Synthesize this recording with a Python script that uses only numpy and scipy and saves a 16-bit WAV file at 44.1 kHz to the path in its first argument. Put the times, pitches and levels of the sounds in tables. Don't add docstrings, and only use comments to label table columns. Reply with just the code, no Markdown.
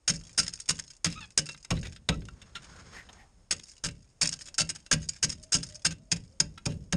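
import sys
import numpy as np
from scipy import signal
from scipy.fft import rfft, irfft
from scipy.io import wavfile

SR = 44100
rng = np.random.default_rng(int(sys.argv[2]) if len(sys.argv) > 2 else 0)


def put_to_file(sound):
    columns = np.atleast_2d(sound).T
    safe = np.clip(columns, -1, 1)
    whole_steps = np.round(safe * 32767)
    wavfile.write(sys.argv[1], SR, whole_steps.astype(np.int16))


N = 306936


def undb(db):
    return 10 ** (np.asarray(db) / 20)


def unit(x):
    return x / np.sqrt(np.mean(x ** 2) + 1e-20)


def add(out, s, x):
    i = max(int(s * SR), 0)
    out[i:i + len(x)] += x[:max(N - i, 0)]


def colour(x, points, uneven_db=0, size=4096, count=128):
    hz, db = np.transpose(points)
    f = np.maximum(np.arange(size // 2 + 1) * SR / size, 1)
    bumps = np.interp(f, np.linspace(0, SR / 2, count), rng.standard_normal(count))
    curve_db = np.interp(np.log(f), np.log(hz), db) + uneven_db * bumps
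    cepstrum = irfft(np.log(undb(curve_db)))
    cepstrum[1:size // 2] *= 2
    cepstrum[size // 2 + 1:] = 0
    return signal.fftconvolve(x, irfft(np.exp(rfft(cepstrum))))[:len(x)]


def drift(n, rate):
    at = np.arange(n) * rate / SR
    return np.interp(at, np.arange(n), rng.standard_normal(n))


def ring(t, hz, t60):
    return np.sin(2 * np.pi * hz * t) * undb(-60 * t / t60)


def swell(t, middle, length):
    return np.exp(-(2 * (t - middle) / length) ** 2)


# (frequency [Hz], level [dB])
AIR_EQ = [(15, -16.5), (28, 8), (90, -3), (200, -14), (600, -17.5), (1600, -25), (4000, -30), (6500, -27),
          (9200, -26.5), (10600, -44), (14000, -55)]


def air():
    return unit(colour(rng.standard_normal(N), AIR_EQ)) * undb(-64 + 2 * drift(N, 4))


# (frequency [Hz], level [dB])
ICE_BRIGHT_EQ = [(2500, -58), (3900, -21), (4600, 1), (7000, -0.5), (9200, -3.5), (9900, -14.5),
                 (10700, -25.5), (13000, -37.5), (15000, -94)]
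# (frequency [Hz], level [dB])
ICE_BODY_EQ = [(120, -1.5), (350, -6.5), (650, -8), (1050, -8), (1550, 1.5), (1950, 0), (2800, 1.5),
               (3400, -1), (3900, 1.5), (4700, -12), (7000, -29.5)]
UNEVEN_DB = 2.5


def fracture(length, bright_db, body_db, change_db, grain_db, bright_t60, body_t60, rise_s,
             uneven_db=UNEVEN_DB, count=96, gap_s=.003, fall_db_per_s=2200.5):
    t = np.arange(int((length + body_t60) * SR)) / SR
    gaps = rng.uniform(.3, 1.7, count)
    sizes = np.clip(rng.standard_normal(count), -1.5, 1.5)
    starts = gap_s * (np.cumsum(gaps) - gaps)
    pressed = np.minimum(t, length)
    latest = np.searchsorted(starts, pressed, side="right") - 1
    age = pressed - starts[latest]
    force = undb(change_db * pressed / length + grain_db * sizes[latest] - fall_db_per_s * age)
    force *= 1 - np.exp(-t / min(rise_s, length / 5))
    out = 0
    for eq, db, t60 in (ICE_BRIGHT_EQ, bright_db, bright_t60), (ICE_BODY_EQ, body_db, body_t60):
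        grains = rng.standard_normal(len(t)) * force * undb(-60 * (t - pressed) / t60)
        burst = colour(grains, eq, uneven_db, size=1024)
        out = out + burst * undb(db) / np.sqrt(np.mean(burst[t < length + .001] ** 2))
    return out


def snap(length, bright_db, body_db):
    t60 = min(.011 + 3.7 * length, .036)
    return fracture(length, bright_db, body_db, change_db=-3.5, grain_db=3, bright_t60=t60,
                    body_t60=1.43 * t60, rise_s=.00026, uneven_db=1.23 * UNEVEN_DB)


# (time [s], crush length [s],
# bright level [dB], body level [dB], bite over crush [dB], thump [dB], boom [dB], splinters [dB])
STABS = [(.078, .028, -27.5, -32.5, 3, -37, -46.5, -49.5), (.377, .023, -24, -31, -6, -43.5, -50.5, -44.5),
         (.688, .021, -27.5, -32, 1.5, -45, -52.5, -51), (1.045, 0.019, -30.5, -33.5, 6, -35, -43.5, -52),
         (1.376, .02, -27, -32, 7.5, -41.5, -57, -51), (1.705, 0.0099, -37.5, -32.5, 3, -34, -32.5, -52.5),
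         (2.089, 0.0038, -35, -27, 4, -32, -33.5, -62), (3.509, 0.025, -33, -36, 8, -54, -58, -52),
         (3.838, .031, -34, -37, -6.5, -42.5, -48, -62.5), (4.213, .022, -25.5, -32, 0, -40, -52, -46.5),
         (4.581, 0.036, -27, -32.5, -0.5, -40.5, -48, -57.5), (4.913, .023, -26, -29, 2, -32.5, -40, -55.5),
         (5.227, .021, -25, -32, -9, -42, -44, -55), (5.521, 0.04, -26.5, -33.5, -7, -37.5, -44, -48.5),
         (5.848, .018, -25.5, -30, -6, -39.5, -46, -64), (6.115, 0.0099, -25.5, -30, -10, -38, -44, -62),
         (6.401, .009, -25, -33, 4, -41, -45, -69.5),
         (6.656, 0.0098, -33.5, -36.5, -3.5, -34, -37.5, -67.5),
         (6.925, 0.0089, -36, -34.5, 6.5, -29, -36.5, -47)]


def stabs(graze_s=.0025, graze_db=-27, bite_s=.0031, bite_body_db=-4):
    out = np.zeros(N)
    for s, length, bright_db, body_db, bite_db, *_ in STABS:
        add(out, s - graze_s, snap(graze_s, bright_db + graze_db, body_db + graze_db))
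        add(out, s, snap(bite_s, bright_db + bite_db, body_db + bite_db + bite_body_db))
        sag_db = -2.5 - .28 * bite_db
        add(out, s, fracture(length, bright_db, body_db, change_db=sag_db, grain_db=3,
                             bright_t60=.039, body_t60=.043, rise_s=.0012))
    return out


# (frequency [Hz], gain [dB], decay to -60 dB [s])
TUB_MODES = [(579.7, 0.5, 0.2), (971, -5, 0.27), (1370, -3, 0.055), (1613, -2.5, 0.063), (1960, -8, 0.27),
             (2720, -3, 0.17), (2940, -2.5, 0.21)]


def tub(x):
    t = np.arange(SR // 5) / SR
    response = sum(undb(db) * ring(t, hz, t60) * 2 * np.log(1000) / (t60 * SR)
                   for hz, db, t60 in TUB_MODES)
    return x + signal.fftconvolve(x, response)[:N]


def shed(x, t60=.18, wet_db=-19, gap_s=.007):
    t = np.arange(SR // 2) / SR
    tail = rng.standard_normal(len(t)) * undb(-60 * t / t60) * (1 - np.exp(-(t / gap_s) ** 2))
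    echo = signal.fftconvolve(x, unit(tail) / np.sqrt(len(t)))[:N]
    return x + undb(wet_db) * colour(echo, [(200, 19.5), (1500, 1), (3000, 4), (6000, -6), (11000, -5.5)])


# (time [s], pitch [Hz], level [dB], decay to -60 dB [s])
PLATE_PINGS = [(.093, 1514, -34, 0.044), (.392, 2185, -31.5, 0.065), (1.39, 2930, -36.5, 0.087),
               (1.493, 2706, -31, .045), (1.707, 2784, -35, .08), (1.846, 1968, -42.5, .12),
               (2.089, 3765, -19.5, .021), (2.089, 933, -19.5, 0.02), (2.089, 616, -26.5, 0.03),
               (2.288, 1390, -42.5, 0.032), (4.603, 2736, -28.5, .055), (4.6, 625, -35.5, 0.083),
               (4.916, 1645, -18.5, 0.037), (5.852, 1556, -23, 0.054), (6.576, 1350, -44.5, 0.046),
               (6.931, 1790, -20.5, 0.011)]


def plates():
    out, t = np.zeros(N), np.arange(SR // 4) / SR
    for s, hz, db, t60 in PLATE_PINGS:
        add(out, s, undb(db) * ring(t, hz, t60) * (1 + .46 * drift(len(t), 300)))
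    return out


# (frequency [Hz], level [dB])
KNOCK_EQ = [(150, -13), (330, -4.5), (550, 1.5), (950, -5), (1300, -4.5), (2500, -30), (5000, -64.5)]
STOP_SHARE = .6


def knocks(t60=.087, trim_db=-2.5, steepness=1.22):
    out, t = np.zeros(N), np.arange(SR // 4) / SR
    hardest_db = max(boom_db for *_, boom_db, _ in STABS)
    for s, length, *_, boom_db, _ in STABS:
        knock = colour(rng.standard_normal(len(t)) * undb(-60 * t / t60), KNOCK_EQ, UNEVEN_DB)
        db = hardest_db + trim_db + steepness * (boom_db - hardest_db)
        add(out, s + STOP_SHARE * length, knock * undb(db) / np.std(knock[t < .02]))
    return out


# (frequency [Hz], level [dB], decay to -60 dB [s])
BENCH_MODES = [(129.3, -9, 0.5), (162.24, 5, 0.33), (177, -0.5, 0.27), (228, -2.5, 0.14),
               (282.4, -4.5, 0.24), (340, -13.5, 0.11), (435, -15.5, 0.25), (567, -11, 0.22)]
# (frequency [Hz], level [dB])
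BOOM_EQ = [(15, -34.5), (30, -5), (55, 2), (85, 2.5), (130, -2), (190, -3), (300, -15.5), (600, -25.5),
           (1200, -62)]


def thumps(lag_s=.004, push_s=.0025, boom_t60=.6):
    out, t = np.zeros(N), np.arange(SR * 3 // 4) / SR
    for s, length, *_, thump_db, boom_db, _ in STABS:
        chance = rng.standard_normal((len(BENCH_MODES), 2))
        modes = sum(undb(db + 2.97 * accent) * ring(t, hz * (1 + .029 * detune), t60)
                    for (hz, db, t60), (accent, detune) in zip(BENCH_MODES, chance))
        modes *= 1 - np.exp(-t / push_s)
        modes *= undb(thump_db) / np.std(modes[t < .08])
        boom = colour(rng.standard_normal(len(t)) * undb(-60 * t / boom_t60), BOOM_EQ)
        boom *= undb(boom_db) / np.std(boom[t < .12])
        add(out, s + lag_s + STOP_SHARE * length, modes + boom)
    return out


def splinters(count=20, fall_s=.26, spread_db=5, fade_db_per_s=52, clink_hz=3580, clink_db=-1.5):
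    out, t = np.zeros(N), np.arange(SR // 10) / SR
    for s, length, *_, spray_db in STABS:
        delays = fall_s * (np.arange(count) + rng.random(count)) / count
        for delay, (size, weight) in zip(delays, np.clip(rng.standard_normal((count, 2)), -2, 2)):
            db = spray_db - fade_db_per_s * delay + spread_db * size
            tick = fracture(.0025, db, db - 7.5 + 3 * weight, change_db=-4, grain_db=.5,
                            bright_t60=.055, body_t60=.043, rise_s=.00019)
            clink = undb(db + clink_db) * ring(t, clink_hz * 2 ** (-.5 * weight), t60=.04)
            add(out, s + length + delay, tick)
            add(out, s + length + delay, clink)
    return out


# (time [s], length [s], bright level [dB], body level [dB])
CHIP_CLICKS = [(0.137, 0.0078, -45, -49.5), (0.158, 0.0089, -44.5, -62.5), (0.479, 0.0026, -33, -39),
               (.536, 0.0043, -37.5, -49), (0.6, 0.0084, -39, -52), (0.68, .003, -46, -50),
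               (.789, .004, -41, -43.5), (.796, 0.0029, -34, -39), (.901, .014, -54, -64),
               (1.066, 0.0081, -39.5, -33), (1.125, .002, -42, -48), (1.489, 0.0083, -44, -39.5),
               (1.546, .005, -68, -48), (1.647, 0.0055, -46, -49.5), (1.923, 0.0091, -54.5, -54.5),
               (1.961, .007, -56, -50), (2.219, .004, -68, -54), (2.253, .005, -53, -57),
               (2.285, 0.0033, -56, -47), (2.416, 0.0091, -57, -51.5), (3.089, 0.0044, -67, -50),
               (3.129, .009, -57.5, -61), (3.524, 0.0023, -30.5, -34.5), (3.597, 0.00079, -48, -45.5),
               (3.634, .007, -50, -64), (3.886, 0.0058, -47.5, -42), (4.257, .003, -31, -45),
               (4.273, 0.0017, -26, -44), (4.291, 0.0012, -28.5, -38.5), (4.323, 0.008, -35.5, -43.5),
               (4.338, 0.0035, -36, -44), (4.417, 0.0066, -45, -54.5), (4.542, 0.009, -44.5, -54.5),
               (4.691, .012, -32.5, -40), (4.75, 0.01, -46, -50.5), (4.863, .005, -52, -51),
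               (5.088, 0.0074, -29, -44.5), (5.294, .002, -37, -43.5), (5.3, .004, -32, -43),
               (5.428, 0.0087, -50.5, -66), (5.563, 0.0076, -38, -46), (5.63, 0.0049, -36.5, -44.5),
               (5.745, 0.016, -48, -62.5), (5.906, 0.018, -45.5, -46), (6.161, 0.0083, -46.5, -50),
               (6.576, 0.011, -57.5, -47.5)]


def chips():
    out = np.zeros(N)
    for s, length, bright_db, body_db in CHIP_CLICKS:
        add(out, s, snap(length, bright_db, body_db))
    return out


# (time [s], length [s], bright level [dB], body level [dB])
SCRAPES = [(1.085, 0.05, -55, -51), (1.75, .037, -68, -49), (1.829, .048, -55.5, -46.5),
           (2.55, .024, -53, -42), (2.618, 0.032, -58.5, -58.5), (3.665, .06, -56.5, -67),
           (4.24, .022, -40, -37.5), (4.461, 0.029, -52, -53.5), (5.025, 0.0186, -56, -59),
           (5.111, 0.054, -57, -60.5), (5.31, 0.018, -44, -50), (6.687, 0.038, -59, -54.5)]


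def scrapes():
    out = np.zeros(N)
    for s, length, bright_db, body_db in SCRAPES:
        add(out, s, fracture(length, bright_db, body_db, change_db=-.5, grain_db=4.5,
                             bright_t60=.056, body_t60=.069, rise_s=.0015, uneven_db=3))
    return out


# (time [s], length [s], slip rate [Hz], scoop [share of rate], sag [share of rate], level [dB])
SQUEAKS = [(1.152, 0.054, 1340, 0.26, .1, -44.5), (1.203, 0.059, 900, -.14, .09, -45.5),
           (2.114, 0.042, 1300, 0.062, -.04, -42.5), (2.551, 0.039, 1396, 0.067, 0.0091, -40)]
# (frequency [Hz], level [dB])
BLADE_EQ = [(400, -19), (850, -10), (1300, 7), (1800, -5), (2600, 1.5), (3700, -2.5), (5000, -15),
            (9000, -18.5), (12000, -52)]


def squeaks(jitter=.022, grit=.75, flutter_db=3, settle_s=.007, attack_s=.012, release_s=.02):
    out = np.zeros(N)
    for s, length, hz, scoop, sag, db in SQUEAKS:
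        t = np.arange(int(length * SR)) / SR
        slip_hz = hz * (1 - scoop * np.exp(-t / settle_s) - sag * t / length)
        phase = 2 * np.pi * np.cumsum(slip_hz * (1 + jitter * drift(len(t), 668))) / SR
        tone = unit(sum(np.sin(k * phase) for k in range(1, 7)))
        rasp = unit(rng.standard_normal(len(t)) * (1 + np.cos(phase)))
        grip = np.minimum(t / attack_s, 1) * np.minimum((length - t) / release_s, 1)
        squeak = unit(colour(tone + grit * rasp, BLADE_EQ))
        add(out, s, squeak * grip * undb(db + flutter_db * drift(len(t), 150)))
    return out


# (peak time [s], length [s], swish level [dB], rumble level [dB])
ARM_MOVES = [(2.42, 0.26, -68.5, -59.5), (2.79, 0.49, -55, -54), (2.971, 0.079, -57, -74),
             (3.15, 0.2, -64, -60), (3.39, 0.17, -77, -63.5)]
# (frequency [Hz], level [dB])
CLOTH_EQ = [(200, -11), (450, -4), (820, -6), (1100, -5.5), (1700, -5), (2600, -14), (3300, -13.5),
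            (5400, -14.5), (7000, -15.5), (9300, -21.5), (10500, -44), (14000, -56)]
# (peak time [s], length [s], frequency [Hz], level [dB])
CLOTH_RASPS = [(2.76, 0.14, 1460, -60), (2.978, 0.087, 1880, -47.5), (3.102, 0.027, 850, -53),
               (3.208, 0.14, 790, -63.5), (3.207, 0.058, 1880, -60)]


def sleeve(count=6):
    t = np.arange(N) / SR
    swish = sum(undb(db) * swell(t, middle, length) for middle, length, db, _ in ARM_MOVES)
    rumble = sum(undb(db) * swell(t, middle, length) for middle, length, _, db in ARM_MOVES)
    folds = sum(colour(rng.standard_normal(N), CLOTH_EQ, uneven_db=2.5) * np.abs(drift(N, 30))
                for _ in range(count))
    out = unit(folds * undb(1.6 * drift(N, 250))) * swish
    fibres = rng.standard_normal(N)
    for middle, length, hz, db in CLOTH_RASPS:
        rasp = unit(signal.lfilter(*signal.iirpeak(hz, Q=8, fs=SR), fibres))
        out += rasp * undb(db) * swell(t, middle, length)
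    return out + unit(colour(rng.standard_normal(N), BOOM_EQ)) * rumble


# (time [s], length [s], top pitch [Hz], level [dB])
WHINES = [(4.4, .15, 591, -67), (5.35, .22, 630, -63), (5.63, .23, 605, -64), (5.93, .26, 652, -66),
          (6.296, 0.1, 545, -66)]


def whines(bend=.071, waver=.05, flutter_db=4):
    out = np.zeros(N)
    for s, length, hz, db in WHINES:
        n = int(length * SR)
        arch = np.sin(np.pi * np.arange(n) / n)
        pitch_hz = hz * (1 - bend * (1 - arch) + waver * drift(n, 190))
        phase = 2 * np.pi * np.cumsum(pitch_hz) / SR
        add(out, s, np.sin(phase) * arch * undb(db + flutter_db * drift(n, 23.5)))
    return out


def scene():
    ice = stabs() + chips() + plates() + splinters() + knocks()
    in_shed = shed(tub(ice) + squeaks() + scrapes())
    return (in_shed + thumps() + sleeve() + air() + whines())[None]


# (frequency [Hz], width [Hz], gain [dB])
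HOUSING_EQ = [(5030, 250, 4), (5363, 317, 6.5), (6050, 850, -7), (6486, 297, 10.5), (7780, 230, -4),
              (8900, 700, 0.5)]


def record(dry):
    for hz, width, db in HOUSING_EQ:
        w, gain = 2 * np.pi * hz / SR, undb(db)
        damping = np.sin(w) * width / hz / 2
        feedforward = [1 + damping * gain, -2 * np.cos(w), 1 - damping * gain]
        feedback = [1 + damping, -2 * np.cos(w), 1 - damping]
        dry = signal.lfilter(feedforward, feedback, dry)
    rounded = .7 * np.tanh(dry[0] / .7)
    softened = colour(rounded, [(10500, 0), (12500, -3), (14500, -14)])
    high_cut = signal.ellip(8, .2, 70, 14400, fs=SR, output="sos")
    return signal.sosfilt(high_cut, softened)[None]


dry = scene()
out = record(dry)
put_to_file(out)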